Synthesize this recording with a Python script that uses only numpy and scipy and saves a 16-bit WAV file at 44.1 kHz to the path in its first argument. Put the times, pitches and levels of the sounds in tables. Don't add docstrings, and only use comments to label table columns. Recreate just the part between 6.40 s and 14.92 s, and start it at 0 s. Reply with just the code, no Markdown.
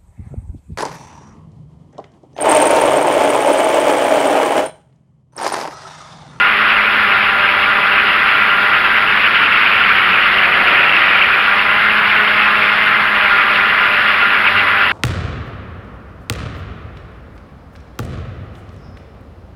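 import sys
import numpy as np
from scipy import signal
from scipy.fft import rfft, irfft, next_fast_len
from scipy.io import wavfile
from scipy.ndimage import uniform_filter1d

SR = 44100
rng = np.random.default_rng(int(sys.argv[2]) if len(sys.argv) > 2 else 0)


def how_loud(loudness_db):
    steps = np.asarray(loudness_db, float) / 20
    return 10 ** steps


def pcm_store(signal):
    levels = np.round(np.clip(np.atleast_2d(signal), -1, 1) * 32767)
    wavfile.write(sys.argv[1], SR, levels.astype(np.int16).T)


N = 375732
CASE_HZ = 1405.0


def rms_one(x):
    return x / np.sqrt(np.mean(x ** 2) + 1e-20)


def drift(rate_hz):
    pole = np.exp(-40 * np.pi * rate_hz / SR)
    noise = rng.standard_normal(N // 20 + 2002)
    slow = signal.lfilter([1], [1, -2 * pole, pole * pole], noise)[2000:]
    return np.interp(np.arange(N) / 20, np.arange(len(slow)), rms_one(slow))


def filtered(x, gain_at):
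    size = next_fast_len(N)
    hz = np.arange(size // 2 + 1) * SR / size + 1e-3
    return irfft(rfft(x, size) * gain_at(hz), size)[:N]


def coloured(spectrum, fall_db):
    hz, db = np.transpose(spectrum)

    def gain_at(f):
        outside_hz = np.maximum(f - hz[-1], 0) + np.maximum(hz[0] - f, 0)
        return how_loud(np.interp(np.log(f), np.log(hz), db) - fall_db * outside_hz / 1000)
    return gain_at


def bump(s, db, half_s):
    return db * np.exp(-((np.arange(N) / SR - s) / half_s) ** 2)


# t/s, nearer blade rate f/Hz, farther blade rate f/Hz, wash load level/dB, nearer blade bite level/dB
FLIGHT = [(0.0, 203.7, 211.5, -.5, 1.5), (0.5, 200.6, 211.9, 0, -1), (1.05, 197.6, 214.8, -1, 2.5),
          (1.5, 200.5, 215.8, -0.5, 2), (1.95, 196.9, 216.5, 0, 0), (2.2, 200.2, 217.8, -1.5, 1.5),
          (2.7, 199.6, 217.6, -0.5, -2), (3.0, 195.4, 217.6, 1, -15), (3.45, 191.4, 220.9, 2.5, 0),
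          (3.9, 191.9, 221.1, 1, 1), (4.7, 191.4, 220.8, 3, 1), (5.1, 198.3, 213.5, -0.5, 0),
          (5.6, 209.7, 210.7, 0, 0), (6.3, 209.3, 209.4, 0, -0.5), (6.8, 204.5, 210.3, -1.5, 0.5),
          (7.1, 199.4, 212.4, 0, 1.5), (7.7, 201.3, 216.6, -1, 0), (8.52, 199.6, 216.2, -1, 2)]


def flight():
    s, *columns = np.transpose(FLIGHT)
    return [np.interp(np.arange(N) / SR, s, column) for column in columns]


# f/Hz, level/dB per Hz
HISS = [(5800, -32.5), (6250, -17), (6650, -9.5), (7200, -11), (7700, -18), (8500, -21.5), (8800, -15),
        (9500, -7), (10400, -6.5), (10900, 0), (11400, -0.5), (12300, -7.5), (13500, -11), (15600, -11)]


def hiss():
    air = rms_one(filtered(rng.standard_normal(N), coloured(HISS, fall_db=43)))
    return air * how_loud(-48 + 0.3 * drift(6.0) + 0.4 * drift(40))


# f/Hz, bandwidth/Hz, level/dB
WHISTLES = [
    (8090, 25, -72),
    (8240, 50, -78),
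    (8705, 40, -69),
    (8920, 60, -71),
]


def whistles():
    out = 0
    for hz, width_hz, db in WHISTLES:
        noise = rng.standard_normal(N)
        band = filtered(noise, lambda f: 1 / (1 + (2 * (f - hz) / width_hz) ** 2))
        out = out + how_loud(db) * rms_one(band)
    return out


# t/s, peak level/dB
TICKS = [(0.7877, -39), (0.8705, -41.5), (1.1044, -36), (1.7076, -46), (1.8293, -41), (1.8737, -40.5),
         (2.5661, -35.5), (2.6379, -46), (2.8619, -39), (2.9996, -44), (3.274, -40), (3.3867, -44.5),
         (3.5309, -39), (3.6157, -43), (3.702, -37), (3.9739, -36), (4.0043, -44.5), (4.0288, -41),
         (4.0797, -47), (4.1016, -42.5), (4.2907, -42.5), (4.3426, -41), (4.363, -45), (4.825, -41),
         (5.0839, -38), (5.235, -43), (6.6129, -42.5), (7.1831, -44.5), (8.0551, -39), (8.3949, -43.5)]


def ticks():
    load_db = flight()[2]
    ticks_per_s = 12 * how_loud(3.0 * load_db)
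    born = rng.random(N) < ticks_per_s / SR
    clicks = born * how_loud(-27 + 3.0 * rng.standard_normal(N))
    places = [round(s * SR) for s, db in TICKS]
    clicks[places] = how_loud(np.array(TICKS)[:, 1] + 20)
    bright = signal.butter(8, [11000, 15500], "band", fs=SR, output="sos")
    return signal.sosfilt(bright, clicks)


# t/s, level/dB
SURGES = [(.31, 3), (.72, 3), (1.11, 1.5), (1.23, 3.5), (1.59, 3), (1.69, 2.5), (1.89, 3.5), (1.99, 0),
          (2.11, 2), (2.72, 1), (2.35, 6), (2.47, 4), (2.57, 4.5), (2.86, 4.5), (2.96, 6.5), (3.02, 3.5),
          (4.37, 2.5), (4.82, 3.5), (5.8, 0.5), (6.44, 3), (7.0, 3), (7.19, 2.5), (7.43, 1.5), (7.7, 2.5),
          (7.82, 2.5), (7.95, 4), (8.07, 5.5), (8.19, 5), (8.28, 1.5), (8.43, 3)]


def buffeting():
    return sum(bump(s, db, half_s=0.023) - bump(s, 0.26 * db, half_s=0.074) for s, db in SURGES)


# f/Hz, level/dB per Hz
ROAR = [(15, -43.5), (22, -23), (150, -21), (300, -20), (530, -18), (900, -14), (1200, -4.5), (1450, -3),
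        (2000, -4), (2750, -5), (3200, -14), (4000, -26.5), (4700, -30.5), (5500, -41)]


def wash(near, far):
    load_db = flight()[2]
    white = filtered(rng.standard_normal(N), coloured(ROAR, fall_db=28.5))
    white = filtered(white, lambda f: 1 + how_loud(-1.5) / (1 + ((f - CASE_HZ) / 22) ** 2))
    white /= np.std(filtered(white, lambda f: (f > 900) & (f < 3500)))
    chop = 0.11 * np.sin(near) + 0.18 * np.sin(near / 2)
    chop += 0.15 * np.sin(far) + 0.066 * np.sin(0.62 * near)
    buffet_db = buffeting()
    edges_hz = [0, 120, 250, 500, 850, 1250, 1750, 2150, 2600, 3200, 9000]
    out = 0
    for low, high in zip(edges_hz, edges_hz[1:]):
        band = filtered(white, lambda f: (f >= low) & (f < high))
        if high <= 850:
            gust_db = (low > 200) * bump(4.34, 4.8, half_s=0.29)
            gain = how_loud(-12 + 0.3 * load_db + gust_db + 0.42 * drift(3.3))
        elif high <= 1750:
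            gain = how_loud(-12 + 0.13 * load_db + 0.38 * buffet_db + 1.04 * drift(25.0)) * (1 + 0.6 * chop)
        elif high <= 2150:
            gain = how_loud(-12.5 + 0.3 * load_db + 0.3 * buffet_db + 0.78 * drift(6.6)) * (1 + chop)
        elif high <= 3200:
            gain = how_loud(-13.5 + 1.18 * load_db + 1.44 * buffet_db + 2.23 * drift(41.0)) * (1 + chop)
        else:
            gain = how_loud(-11 + 0.26 * load_db + 0.3 * buffet_db + 0.98 * drift(16.0)) * (1 + 0.37 * chop)
        out = out + gain * band
    return out


def turning(rate_hz, jitter_hz):
    return 2 * np.pi * np.cumsum(rate_hz + jitter_hz * drift(8.61)) / SR


def tone(phase, level_db, wobble_db):
    scatter_rad = 0.56 * drift(9.8) + rng.uniform(0, 2 * np.pi)
    return np.sqrt(2) * how_loud(level_db + wobble_db * drift(9.8)) * np.sin(phase + scatter_rad)


# t/s, level/dB, half width t/s
WHINE_SWELLS = [(.05, 8.5, .15), (.75, 7, 0.1), (2.25, 8.5, 0.27), (2.75, -2.5, .1), (5.35, 5, 0.084),
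                (5.7, 8.5, 0.098), (6.87, 10, .12), (7.25, 5.5, .08), (7.55, 6, 0.17), (7.87, 7, .1),
                (8.2, 2, .15)]


def whine(near, far, rate_hz):
    off_resonance = (7 * rate_hz - CASE_HZ) / 53.0
    level_db = -29 - np.minimum(off_resonance ** 2, 12.0)
    level_db = level_db + sum(bump(*swell) for swell in WHINE_SWELLS)
    beat = 1 + 0.45 * np.sin((far - near) / 2)
    return beat * tone(7 * near, level_db, wobble_db=1.8)


# multiple of blade rate, relative level/dB, wobble level/dB
OVERTONES = [
    (2, -4.5, 1.5),
    (3, -0.8, 3),
    (4, 2, 2.5),
    (5, 5, 2),
    (6, 3, 4),
    (8, 2, 5.5),
    (10, 9.5, -2.5),
]


def rotors(near, far):
    rate_hz, far_hz, load_db, bite_db = flight()
    gap_hz = far_hz - rate_hz
    out = tone(far, -36 - 0.28 * gap_hz, wobble_db=1.0)
    out += tone(2 * far, -46.0, wobble_db=-1.0)
    out += tone(near, -52 + 0.34 * gap_hz, wobble_db=3.0)
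    shaft_db = -55 + bump(8.27, 17, half_s=0.35)
    out += tone(near / 2, shaft_db, wobble_db=3.5)
    out += whine(near, far, rate_hz)
    overtone_db = -36 - 0.14 * gap_hz + bite_db
    for multiple, db, wobble_db in OVERTONES:
        out += tone(multiple * near, overtone_db + db, wobble_db)
    return out


def scene():
    near_hz, far_hz, load_db, bite_db = flight()
    near = turning(near_hz, jitter_hz=1.267 * how_loud(load_db))
    far = turning(far_hz, jitter_hz=0.76)
    return (hiss() + whistles() + wash(near, far) + rotors(near, far))[None]


def limiter(x, top, knee, smooth_s):
    width = max(int(smooth_s * SR), 1)
    envelope = np.abs(signal.hilbert(x, next_fast_len(N))[:N])
    gain = (1 + (envelope / top) ** knee) ** (-1 / knee)
    return x * uniform_filter1d(uniform_filter1d(gain, width), width)


# f/Hz, width/Hz, depth level/dB
NOTCHES = [
    (6170, 68, -4),
    (7960, 90, -27),
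    (8340, 50, -14.5),
]


def case_cancellations(x):
    def gain_at(f):
        return how_loud(sum(db * np.exp(-((f - hz) / width_hz) ** 2) for hz, width_hz, db in NOTCHES))
    return filtered(x, gain_at)


# f/Hz, share of lines dropped (0-1)
HOLES = [(5300, .04), (5800, .5), (6250, .85), (6900, .3), (7550, .62), (7900, .95), (8400, .85),
         (8800, .35), (10500, .33), (11000, .08), (11800, .2), (12300, .45), (14000, .52), (15700, .68)]


def thinned_treble(x):
    frame, offset = 1024, 456
    bins = np.arange(200, 744)
    n = np.arange(2 * frame) + 0.5
    window = signal.windows.kaiser_bessel_derived(2 * frame, 4 * np.pi)
    basis = window * np.cos(np.pi / frame * np.outer(bins + 0.5, n + frame / 2))
    padded = np.pad(x, (2 * frame - offset, 3 * frame))
    halves = padded[:len(padded) // frame * frame].reshape(-1, frame)
    lines = np.hstack([halves[:-1], halves[1:]]) @ basis.T
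    step = how_loud(-3) * np.sqrt(uniform_filter1d(np.mean(lines ** 2, axis=0), size=16))
    clumps = uniform_filter1d(rng.standard_normal(lines.shape), size=3, axis=0)
    clumps = uniform_filter1d(clumps, size=6, axis=1)
    share = np.interp((bins + 0.5) * SR / 2 / frame, *np.transpose(HOLES))
    kept = rms_one(clumps) > np.log(share / (1 - share)) / 1.7
    kept |= np.abs(lines) > 3.5 * step
    rounded = kept * np.sign(lines) * np.floor(np.abs(lines) / step + 0.42) * step
    error = (rounded - lines) @ basis * 2 / frame
    halves[:-1] += error[:, :frame]
    halves[1:] += error[:, frame:]
    return halves.ravel()[2 * frame - offset:][:N]


def low_pass(x):
    return signal.sosfilt(signal.butter(12, 15720, fs=SR, output="sos"), x)


def record(dry):
    limited = limiter(how_loud(0.27) * dry[0], top=0.82, knee=7.2, smooth_s=0.0002)
    mix = thinned_treble(case_cancellations(limited)) + ticks()
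    return low_pass(mix[None])


dry = scene()
out = record(dry)
pcm_store(out)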